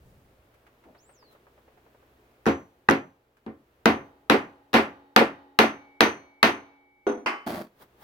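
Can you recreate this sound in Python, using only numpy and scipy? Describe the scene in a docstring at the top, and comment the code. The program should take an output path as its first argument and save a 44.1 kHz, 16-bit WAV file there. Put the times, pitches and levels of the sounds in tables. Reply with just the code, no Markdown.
"""A wooden dowel is twisted into a plywood box on a workbench: filtered noise rubs, then ticks ever sooner, and
a thin gliding sine whistles. A dry scuff of noise follows, then mallet blows drive the dowel home: each cracks
as a noise burst, thumps through decaying box and bench modes with dense echoes, and chimes metal tools.
The mallet is laid down, head first, then handle. A hand saw starts on the dowels, as random impulses through
resonances, and light scuffs follow. Soft room noise and a low hum of sines lie beneath it all."""
import sys
import numpy as np
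from scipy import signal
from scipy.fft import rfft, irfft, next_fast_len
from scipy.io import wavfile
from scipy.ndimage import uniform_filter1d

SR = 44100
rng = np.random.default_rng(int(sys.argv[2]) if len(sys.argv) > 2 else 0)


def to_wav(s):
    """Save 16-bit WAV."""
    ch = np.atleast_2d(s).T  # columns
    pcm = np.round(np.clip(ch, -1, 1) * 32767)  # PCM
    wavfile.write(sys.argv[1], SR, pcm.astype(np.int16))


N = 354123
TIME = np.arange(N) / SR
HIT_TIME = TIME[:SR * 3 // 5]   # the span of one knock and its echoes

# mallet contacts: start_s, level_db, hardness_db_per_octave,
# then relative to the level: dowel_ring_db, crack_db, bounce_db, chime_db
CONTACTS = [(2.4572, -23, -2, 12, 6, -20, -16), (2.4648, -2.5, -2.5, -8, -3, -15, -2),
            (2.8881, -3.3, -1.9, 14, -2, -2, -2), (3.464, -27.5, -5.2, -4, 1, -17, -23),
            (3.8574, 1.2, -1, 2.5, 2.8, -11, -8), (4.2991, 1.7, 0, -1.5, -1, -4, -6),
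            (4.732, -13, 1, -6, -3, -15, -26), (4.7402, 3.1, .5, -8, -9, -7, -11),
            (5.1628, 3.8, .7, 1, 1, -4, -14), (5.5895, 3, .9, 1, 0, -9, 0),
            (6.0070, 1.8, .9, 1, 0, -11, 7.5), (6.4295, 2.3, 1.2, 2, .5, -12, 2.5)]
# faint after-ring of the bench and what lies on it, for a contact at 0 dB: pitch_hz, level_db, t60_s
BENCH_RING = [(280, -52.5, 1.2), (366, -68, 2.5), (818, -70, 5.4), (855, -60, 1.6), (1892, -69, 1.3),
              (3020, -76, 1), (3770, -76.5, 1.2), (4330, -76.5, 0.86)]
# spectrum of the blow's echoes: frequency_hz, relative_level_db
ECHO_SPECTRUM = [(28, -50.5), (52, -32.5), (75, -15), (150, -18), (230, -3.5), (450, 4.5), (700, 1.5),
                 (1100, -4.5), (2000, -6), (3000, -11.5), (4500, -19.5), (7500, -37.5), (11000, -35.5),
                 (16000, -37.5)]
# until the fingers let go the dowel is loose and chatters after a blow
LET_GO_S, CHATTER_GAP_S = 3.2, .0112
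# loss per rebound; the crack, relative to the first rebound, is spared this loss
CHATTER_LOSS_DB, CHATTER_CRACK_DB = 3, 3
# afterwards the box hops, longer as the dowel tightens: flight at the letting go, growth in s per s
HOP_FLIGHT_S, HOP_GROWTH = .036, .006


def mallet(decay, room_db=-15.0, change=.7, first_touch_s=0.0018, squeeze_db=-19, loose=2.8, count=2):
    """Repeated impact: blows harden as the dowel seats; a loose dowel chatters, a tight one makes the box hop."""
    out = np.zeros((2, N))
    usual, *others = [reflections(short_noise(), ECHO_SPECTRUM, decay, build_s=.0025) for _ in range(5)]

    def echoes():
        """Partial coherence: the box shifts between contacts, so its echoes are only partly the same."""
        weights = rms_one(rng.standard_normal(len(others)))
        shift = np.tensordot(weights, others, axes=1) / np.sqrt(len(others))
        return from_db(room_db) * (usual + change * shift) / np.hypot(1, change)

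    for s, db, hardness, dowel_db, crack_db, bounce_db, chime_db in CONTACTS:
        held = s < LET_GO_S
        add(out, s, from_db(db) * knock(echoes(), hardness, dowel_db, crack_db, held))
        # the rubber head squeezes against the dowel just before it gives way
        add(out, s - first_touch_s, from_db(db + squeeze_db) * ring(DOWEL_MODES, .05, swell_s=.002))
        # loose things on the bench answer only to the hard blows: several dB per dB of blow
        add(out, s, from_db(loose * db) * ring(BENCH_RING, 0.87, swell_s=.01))
        add(out, s, chime(db + chime_db))
        if held:
            for k in range(count):
                loss_db = k * CHATTER_LOSS_DB
                rebound = knock(echoes(), hardness, 0, CHATTER_CRACK_DB + loss_db, held)
                add(out, s + (k + 1) * CHATTER_GAP_S, from_db(db + bounce_db - loss_db) * rebound)
        else:
            flight_s = HOP_FLIGHT_S + HOP_GROWTH * (s - LET_GO_S)
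            add(out, s + flight_s, from_db(db + bounce_db) * hop(decay))
    return out


# dowel and box lid under the mallet: pitch_hz, relative_level_db, t60_s
DOWEL_MODES = [(456, -18, 0.01), (836, -15, 0.035), (1204, -7.5, 0.021), (1570, -4, 0.012),
               (1940, -9.5, 0.018), (2648, -7, 0.011), (3950, -5.5, 0.0061)]
# box on the bench: pitch_hz, relative_level_db, t60_s
BOX_MODES = [(84.2, -39.5, 0.3), (105.7, -37, 0.19), (139, -42.5, 0.42), (226.5, -13, 0.17),
             (276.3, -20.5, .25), (303, -24, 0.18), (309.5, -25.5, .25), (340.5, -20.5, .24),
             (402.2, -20, 0.21), (460, -19.5, .22), (543, -24.5, 0.3), (761, -22.5, .22), (1057, -27, 0.29),
             (1167, -28, 0.33), (1361, -20.5, 0.14), (1535, -24.5, 0.12), (1830, -25.5, 0.23),
             (2150, -35, 0.073), (2043, -27.5, .22), (2380, -30, .22), (2475, -34, 0.073),
             (2770, -29, 0.11)]
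# the fingers choke the dowel's upper ring: frequency_hz, gain_db
FINGER_CHOKE = [(600, -2), (1100, -3), (1900, 1), (2700, -8), (3900, -12), (6000, 3), (11000, -1)]
HAND_DAMPING_DB_PER_S = 28   # the held box dies sooner
# hardness tilts the contact about the pivot, between the two edges
SOFT_EDGE_HZ, PIVOT_HZ, HARD_EDGE_HZ = 140, 800, 4500
# a softer, longer push rocks the box more: dB per unit of hardness
BOX_DB_PER_HARDNESS = -.9


def knock(echoes, hardness, dowel_db, crack_db, held):
    """Modal excitation: crack, dowel, box and room take the contact's spectrum; hard is bright, held is choked."""
    snap = np.zeros_like(echoes)
    add(snap, 0, from_db(dowel_db) * ring(DOWEL_MODES, .05, swell_s=0.00098))
    add(snap, 0, -from_db(crack_db) * crack())
    body = echoes.copy()
    add(body, 0, from_db(BOX_DB_PER_HARDNESS * hardness) * ring(BOX_MODES, 0.44, swell_s=0.0079))
    if held:
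        snap = signal.fftconvolve(snap, pulse(FINGER_CHOKE), axes=1)[:, :len(HIT_TIME)]
        body *= from_db(-HAND_DAMPING_DB_PER_S * HIT_TIME)
    tilt = [(hz, hardness * np.log2(hz / PIVOT_HZ)) for hz in (SOFT_EDGE_HZ, HARD_EDGE_HZ)]
    return signal.fftconvolve(snap + body, pulse(tilt), axes=1)


# spectrum of the crack: frequency_hz, gain_db
CRACK_SPECTRUM = [(30, -37.5), (80, -13.5), (250, -2.5), (600, -3.5), (1500, -0.5), (2500, -7), (4200, -7),
                  (6000, -16.5), (8000, -27), (11000, -22), (16000, -28.5)]


def crack(crack_db=16, slip_s=.0011, pan_db=3.0):
    """Stick-slip: the dowel jerks into its hole with a first snap and tiny slips within a few milliseconds."""
    t = TIME[:400]
    slips = rng.standard_normal((2, len(t))) * t * np.exp(-t / (slip_s / 2))
    slips /= np.sqrt(np.sum(slips ** 2, axis=1, keepdims=True))
    slips[:, 0] += .6   # the first snap
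    snap = signal.fftconvolve(slips, pulse(CRACK_SPECTRUM), axes=1)
    return snap * from_db(crack_db + np.array([[pan_db], [-pan_db]]))


# filter on the box's fall: frequency_hz, gain_db
HOP_SPECTRUM = [(60, -9.5), (150, -7.5), (300, 2), (650, 4), (1100, -8), (2500, -14), (6000, -21),
                (15000, -27)]


def hop(decay, echo_db=-16):
    """Secondary impact: the box drops back on the bench with a dull knock of its own modes."""
    body = from_db(echo_db) * reflections(short_noise(), ECHO_SPECTRUM, decay, build_s=.001)
    add(body, 0, ring(BOX_MODES, .35, swell_s=.002))
    return signal.fftconvolve(body * np.exp(-HIT_TIME / .04), pulse(HOP_SPECTRUM), axes=1)


# small steel tools, before each jolt's level: pitch_hz, level_db, t60_s
TOOL_MODES = [(3343, -43, .24), (3784, -46, .22), (4247, -62, .6), (7150, -54, .2), (7364, -55, 0.3),
              (9028, -56.5, .35), (9720, -56, .28), (11550, -62, 0.22), (12600, -62, .22),
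              (13630, -62, .26)]
# their loudest mode is split in two and beats: pitch_hz, level_db, t60_s
BEATING_PAIR = [(6067, -41, .36), (6104, -46.5, .32)]


def chime(db, uneven_db=2.0):
    """Modal superposition and beating: each jolt sets the steel modes going in a different mix."""
    modes = np.array(TOOL_MODES + BEATING_PAIR, float)
    modes[:, 1] += db + uneven_db * rng.standard_normal(len(modes))
    return ring(modes, .45, swell_s=.005)


# one long steel note: pitch_hz, level_db, t60_s
STEEL_NOTE = [(2250, -58, 14)]
STEEL_START_S = 5.588


def steel_note(stop_s=7.33):
    """Light damping: a steel tool, shaken by a hard blow, sings until the mallet is put down."""
    out = np.zeros((2, N))
    add(out, STEEL_START_S, ring(STEEL_NOTE, 2.5, swell_s=0.026))
    return out * np.clip((stop_s - TIME) / 0.15, 0, 1)


# the mallet head laid on the bench and its small rebound: start_s, level_db, chime_level_db
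LANDINGS = [(7.0677, 2.5, -5), (7.0900, -4, -23), (7.177, -20, -27)]
# bench top under the rubber head: pitch_hz, relative_level_db, t60_s
BENCH_MODES = [(289.3, -33, 0.42), (321.3, -30, 0.35), (406.6, -21.5, .2), (500, -28.5, 0.35),
               (711, -34, 0.34), (1203, -35, 0.14), (1448, -32, .17)]
# spectrum of the thud: frequency_hz, relative_level_db
THUD_SPECTRUM = [(60, -30.5), (150, -22), (260, 8.5), (420, 5), (800, 0), (1300, -10.5), (2000, -17.5),
                 (3500, -28.5), (6000, -44.5), (15000, -71)]


def landing(decay, thud_db=-25, push_db=11):
    """Soft contact: the rubber head meets the bench with a dull thud and rocks once or twice."""
    out = np.zeros((2, N))
    for s, db, chime_db in LANDINGS:
        add(out, s, from_db(db + push_db) * pulse(THUD_SPECTRUM))
        add(out, s, from_db(db) * ring(BENCH_MODES, .35, swell_s=0.0018))
        add(out, s, from_db(db + thud_db) * reflections(short_noise(), THUD_SPECTRUM, decay, build_s=0.00039))
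        add(out, s, chime(chime_db))
    return out


# mallet handle dropped on the bench: pitch_hz, level_db, t60_s
HANDLE_MODES = [(820, -31, 0.36), (1132, -28, 0.44), (1330, -27, 0.069), (2080, -28, 0.34),
                (2690, -23, 0.053), (3020, -43, 0.7)]
HANDLE_START_S = 7.2605
# spectrum of its clack: frequency_hz, relative_level_db
HANDLE_SPECTRUM = [(100, -65), (230, -6.5), (400, -2), (550, -8.5), (1100, -4.5), (1700, -5), (2700, -5.5),
                   (3700, -27), (4900, -18.5), (7000, -34.5), (11000, -39), (16000, -47)]


def handle(clack_db=-23.5):
    """Hard contact: the handle drops after the head with a light, bright clack and shivers briefly."""
    out, decay = np.zeros((2, N)), room_decay(hold_s=0.015, late_db=-3.5, late_t60=0.38)
    add(out, HANDLE_START_S, ring(HANDLE_MODES, 0.43, swell_s=0.002))
    clack = reflections(short_noise(), HANDLE_SPECTRUM, decay, build_s=0.00017)
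    add(out, HANDLE_START_S, from_db(clack_db) * clack)
    return out


# saw stroke: full_s, level_db, attack_s, hold_s, release_s
STROKE = (7.465, -30, .006, .155, .2)
STROKE_SAG_DB_PER_S = 55   # it weakens as the blade slows
# spectrum of the torn fibres: frequency_hz, relative_level_db
SAW_SPECTRUM = [(30, -30), (70, -13), (140, -10), (220, 1), (450, -9.5), (650, -4), (1200, -11),
                (2000, -15.5), (3000, -25.5), (4600, -24.5), (5500, -31), (7500, -38), (10000, -29.5),
                (16000, -29)]
# box as the saw shakes it: pitch_hz, width_hz, relative_level_db
SAWN_BOX_MODES = [(197, 9.9, 8.5), (226, 9.8, 5.5), (340, 12, 7), (420, 8.3, 3), (618, 8.3, 9),
                  (672, 8.3, 4.5), (775, 12, -8), (1113, 21, -5)]
# the saw blade's thin ringing bands: pitch_hz, width_hz, relative_level_db
BLADE_MODES = [(3210, 43, 0), (4450, 82, -5), (6280, 79, -12), (10500, 37, -10), (12300, 130, -11),
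               (14900, 110, -9)]


def saw(teeth_per_s=600, rasp=0.1, box_db=-4, fibre_db=-2.5, blade_db=-21, snag_db=1.3):
    """Random impulse excitation: teeth shake box and blade over rasping fibres; the blade snags and frees itself."""
    caught = rng.random(N) < teeth_per_s / SR
    catches = caught * rng.choice([-1, 1], (2, N)) * rng.uniform(0.4, 1, N)
    snags = from_db(snag_db * rms_one(uniform_filter1d(rng.standard_normal(N), size=200)))
    cutting = (catches + rasp * rng.standard_normal((2, N))) * snags
    effort = swell(*STROKE) * from_db(-STROKE_SAG_DB_PER_S * np.maximum(TIME - STROKE[0], 0))
    box = from_db(box_db) * resonate(cutting[0], SAWN_BOX_MODES)
    blade = from_db(blade_db) * resonate(cutting, BLADE_MODES)
    return effort * (from_db(fibre_db) * coloured(cutting, SAW_SPECTRUM) + box + blade)


# light dry scuffs across the wood: peak_s, peak_level_db
SCUFFS = [(1.33, -57), (7.824, -48), (8.03, -49)]
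SCUFF_ATTACK_S, SCUFF_RELEASE_S = .16, .12
# their spectrum: frequency_hz, relative_level_db
SCUFF_SPECTRUM = [(88, -27.5), (150, 0), (960, -5), (1120, -4.5), (2140, -11), (2450, -22), (3220, -15),
                  (7320, -27), (16000, -15.5)]


def sliding():
    """Friction noise: dry, airy scuffs across the wood, each swelling and fading alike."""
    gain = sum(swell(s, db, SCUFF_ATTACK_S, 0, SCUFF_RELEASE_S) for s, db in SCUFFS)
    return gain * coloured(rng.standard_normal((2, N)), SCUFF_SPECTRUM)


# the arm settles and nudges the bench: full_s, level_db, attack_s, hold_s, release_s
SETTLE = (.07, -56, .8, .02, 1.7)
# spectrum of the settling: frequency_hz, relative_level_db
GRIP_SPECTRUM = [(30, -14), (60, 1), (120, -1), (180, -9), (400, -22), (1500, -38.5)]
# the dowel rubs round in its hole: full_s, level_db, attack_s, hold_s, release_s
TURN = (.86, -54.5, .06, .04, .2)
# spectrum of the rubbing: frequency_hz, relative_level_db
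RUB_SPECTRUM = [(120, -6), (250, 6), (450, 3), (900, -3), (1500, -23), (4000, -44)]
# the fingers shift their grip with small dry ticks: start_s, level_db, brightness_db_per_octave
FINGER_TICKS = [(.54, -60, 4), (.666, -52.5, 1), (.838, -55, 1), (3.368, -60.5, 3)]
# the dowel slips in a quickening run: each gap is a share of the one before
SLIP_START_S, SLIP_GAP_S, SLIP_QUICKENING = .948, .143, .935
# first slip and loss per slip: level in dB, brightness in dB per octave
SLIP_DB, SLIP_FADE_DB, SLIP_BRIGHTNESS, SLIP_DULLING = -51, .55, -2, .35


def twisting(count=11):
    """Stick-slip friction: arm settles, fingers grip; the dowel rubs, then slips ever sooner, softer and duller."""
    out = swell(*SETTLE) * coloured(rng.standard_normal((2, N)), GRIP_SPECTRUM)
    out += swell(*TURN) * coloured(rng.standard_normal((2, N)), RUB_SPECTRUM)
    for s, db, brightness in FINGER_TICKS:
        add(out, s, tick(db, brightness))
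    s = SLIP_START_S
    for k in range(count):
        add(out, s, tick(SLIP_DB - k * SLIP_FADE_DB, SLIP_BRIGHTNESS - k * SLIP_DULLING))
        s += SLIP_GAP_S * SLIP_QUICKENING ** k
    return out


# spectrum of a tick before its brightness tilt: frequency_hz, relative_level_db
TICK_SPECTRUM = [(150, -51), (400, 3.5), (1100, 2.5), (2000, -2.5), (3000, -11), (4500, -22), (8000, -28)]
TICK_DECAY_S = .015   # time constant


def tick(db, brightness):
    """Heavy damping: a soft wooden tick that dies at once."""
    t = TIME[:SR // 8]
    spectrum = [(hz, band_db + brightness * np.log2(hz)) for hz, band_db in TICK_SPECTRUM]
    envelope = np.exp(-t / TICK_DECAY_S) * (1 - np.exp(-t / .001))
    return from_db(db) * coloured(rng.standard_normal((2, len(t))), spectrum) * envelope


# a faint thin whistle: full_s, level_db, attack_s, hold_s, release_s
WHISTLE = (.995, -64, .15, .3, .25)
# its pitch leaps from rest towards one top and sinks back; the sinking time is a time constant
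WHISTLE_REST_HZ, WHISTLE_TOP_HZ = 3750, 8700
WHISTLE_TOP_S, WHISTLE_CLIMB_S, WHISTLE_SINK_S = 1.118, .143, .068


def whistle(waver=0.0206, leap=.55):
    """Frequency modulation: a faint, thin, unsteady tone leaps up, rounds its top and sinks."""
    climb = np.clip(1 + (TIME - WHISTLE_TOP_S) / WHISTLE_CLIMB_S, 0, 1) ** leap
    sink = np.exp(-np.maximum(TIME - WHISTLE_TOP_S, 0) / WHISTLE_SINK_S)
    rounded = uniform_filter1d(climb * sink, size=900)
    glide_hz = WHISTLE_REST_HZ + (WHISTLE_TOP_HZ - WHISTLE_REST_HZ) * rounded
    wobble = rms_one(uniform_filter1d(rng.standard_normal((2, N)), size=60))
    cycles = np.cumsum(glide_hz * (1 + waver * wobble), axis=1) / SR
    return swell(*WHISTLE) * np.sin(2 * np.pi * cycles)


# level of the room noise: time_s, level_db
BACKGROUND_LEVEL = [(0, -63.5), (2.3, -62), (3.3, -69.5), (3.8, -65), (6.9, -74), (7.5, -68), (8.03, -62)]
# its spectrum: frequency_hz, relative_level_db
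HUSH_SPECTRUM = [(25, -14), (40, -9), (62, -4), (90, -7), (125, -13), (160, -13), (230, -7), (450, -4.5),
                 (850, -11.5), (1300, -14), (2500, -19.5), (5400, -30.5), (9000, -34), (15000, -28)]
# low hum, before it follows the noise's level: pitch_hz, level_db
HUM = [(61, -76), (125, -75)]


def background():
    """Stationary noise and tones under one envelope: soft room noise with a low hum that follows its level."""
    gain = from_db(np.interp(TIME, *np.transpose(BACKGROUND_LEVEL)))
    hum = sum(from_db(db) * np.sin(2 * np.pi * (hz * TIME + rng.random())) for hz, db in HUM)
    return gain * coloured(rng.standard_normal((2, N)), HUSH_SPECTRUM) + rms_one(gain) * hum


# decay of the workshop: frequency_hz, t60_s
ROOM_T60 = [(70, 0.46), (250, 0.3314), (500, 0.0344), (1200, 0.3276), (4000, 0.1759), (8000, 0.22),
            (15000, 0.156)]
# share of the late tail: frequency_hz, relative_level_db
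LATE_SHARE = [(62, -14.5), (250, -5), (1000, 7), (2000, -2), (8000, -3.5)]


def room_decay(hold_s, late_db, late_t60):
    """Two-slope reverberation by octave: echoes hold briefly, die, and leave a faint late tail."""
    centres = np.geomspace(62, 16000, 9)
    age = np.hypot(HIT_TIME, hold_s) - hold_s
    late = from_db(late_db + at_hz(LATE_SHARE, centres)[:, None] - 60 * HIT_TIME / late_t60)
    early = [from_db(-60 * age / at_hz(ROOM_T60, c)) for c in centres]
    return centres, np.hypot(early, late)


def reflections(white, spectrum, decay, build_s):
    """Diffuse field: dense echoes of one knock from bench and walls, each octave dying at its own rate."""
    centres, envelopes = decay
    size = next_fast_len(len(HIT_TIME))
    hz = np.arange(size // 2 + 1) * SR / size
    masks = np.array([at_hz(np.c_[centres, one], hz) for one in np.eye(len(centres))])
    bands = irfft(rfft(coloured(white, spectrum), size) * masks[:, None], size)[..., :len(HIT_TIME)]
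    return (bands * envelopes[:, None]).sum(0) * (1 - np.exp(-HIT_TIME / build_s))


def short_noise():
    """Uncorrelated sources: two white noises as long as one knock."""
    return rng.standard_normal((2, len(HIT_TIME)))


# stereo width of the workshop: frequency_hz, side_minus_mid_db
WIDTH = [(100, -19), (250, -16), (500, -9.5), (1000, -1), (2000, 1), (4000, -2), (12000, 0.5)]


def coloured(white, spectrum):
    """Spectral shaping: two white signals become a stereo pair with this spectrum and the room's width; rms 1."""
    size = next_fast_len(white.shape[-1])
    hz = np.arange(size // 2 + 1) * SR / size
    mid, side = rfft(white, size)
    width = from_db(at_hz(WIDTH, hz))
    gain = from_db(at_hz(spectrum, hz)) / np.hypot(1, width)
    stereo = gain * np.array([mid + width * side, mid - width * side])
    return rms_one(irfft(stereo, size)[:, :white.shape[-1]])


def ring(modes, seconds, swell_s):
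    """Modal decay: decaying sines that build up briefly; the higher ones reach the two ears out of step."""
    t, out = TIME[:int(seconds * SR)], 0
    for hz, db, t60 in modes:
        apart = np.arctan(from_db(at_hz(WIDTH, hz))) * rng.choice([-1, 1]) * np.array([[1], [-1]])
        start = from_db(db) * np.exp(1j * (2 * np.pi * rng.random() + apart))
        step = np.exp((2j * np.pi * hz - np.log(1000) / t60) / SR)
        out = out + (start * np.cumprod(np.full(len(t), step))).real
    fade = np.minimum(1, 5 * (1 - t / t[-1]))   # over the last fifth
    return out * (1 - np.exp(-t / swell_s)) * fade


def resonate(x, modes):
    """Forced resonance: pass a signal through parallel resonances; rms 1."""
    bands = [from_db(db) * signal.lfilter(*signal.iirpeak(hz, hz / width, fs=SR), x) for hz, width, db in modes]
    return rms_one(sum(bands))


def pulse(spectrum, size=2048):
    """Minimum phase: the most compact causal click with this spectrum."""
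    hz = np.arange(size // 2 + 1) * SR / size
    cepstrum = irfft(np.log(from_db(at_hz(spectrum, hz))))
    # fold the cepstrum onto positive time
    cepstrum[1:size // 2] *= 2
    cepstrum[size // 2 + 1:] = 0
    return irfft(np.exp(rfft(cepstrum)))[None]


def swell(s, db, attack_s, hold_s, release_s):
    """Exponential envelope: rises 60 dB in the attack, is full from s on, holds, falls 60 dB in the release."""
    away = np.maximum(s - TIME, 0) / attack_s + np.maximum(TIME - s - hold_s, 0) / release_s
    return from_db(db - 60 * np.minimum(away, 4))


def from_db(db):
    """Logarithmic level: decibels to gain."""
    return 10 ** (np.asarray(db) / 20)


def rms_one(x):
    """Effective value: scale to rms 1."""
    return x / np.sqrt(np.mean(x ** 2) + 1e-20)


def at_hz(points, hz):
    """Logarithmic pitch: read a table on a log-frequency axis."""
    f, value = np.transpose(points)
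    return np.interp(np.log(np.maximum(hz, 1)), np.log(f), value)


def add(out, s, sound):
    """Linear superposition: mix a sound in at a moment."""
    i = round(s * SR)
    out[:, i:i + sound.shape[-1]] += sound[..., :out.shape[1] - i]


def scene():
    """Superposition of all sources at the bench."""
    decay = room_decay(hold_s=0.027, late_db=-31, late_t60=0.83)
    hammering = mallet(decay) + steel_note()
    return twisting() + whistle() + hammering + landing(decay) + handle() + saw() + sliding() + background()


CUTOFF_HZ = 16300


def record(dry, top=1.4):
    """Saturation and band limiting: the loudest peaks are rounded and the top is cut."""
    rounded = top * np.tanh(dry / top)
    return signal.sosfilt(signal.ellip(10, .1, 80, CUTOFF_HZ, fs=SR, output="sos"), rounded)


dry = scene()
out = record(dry)
to_wav(out)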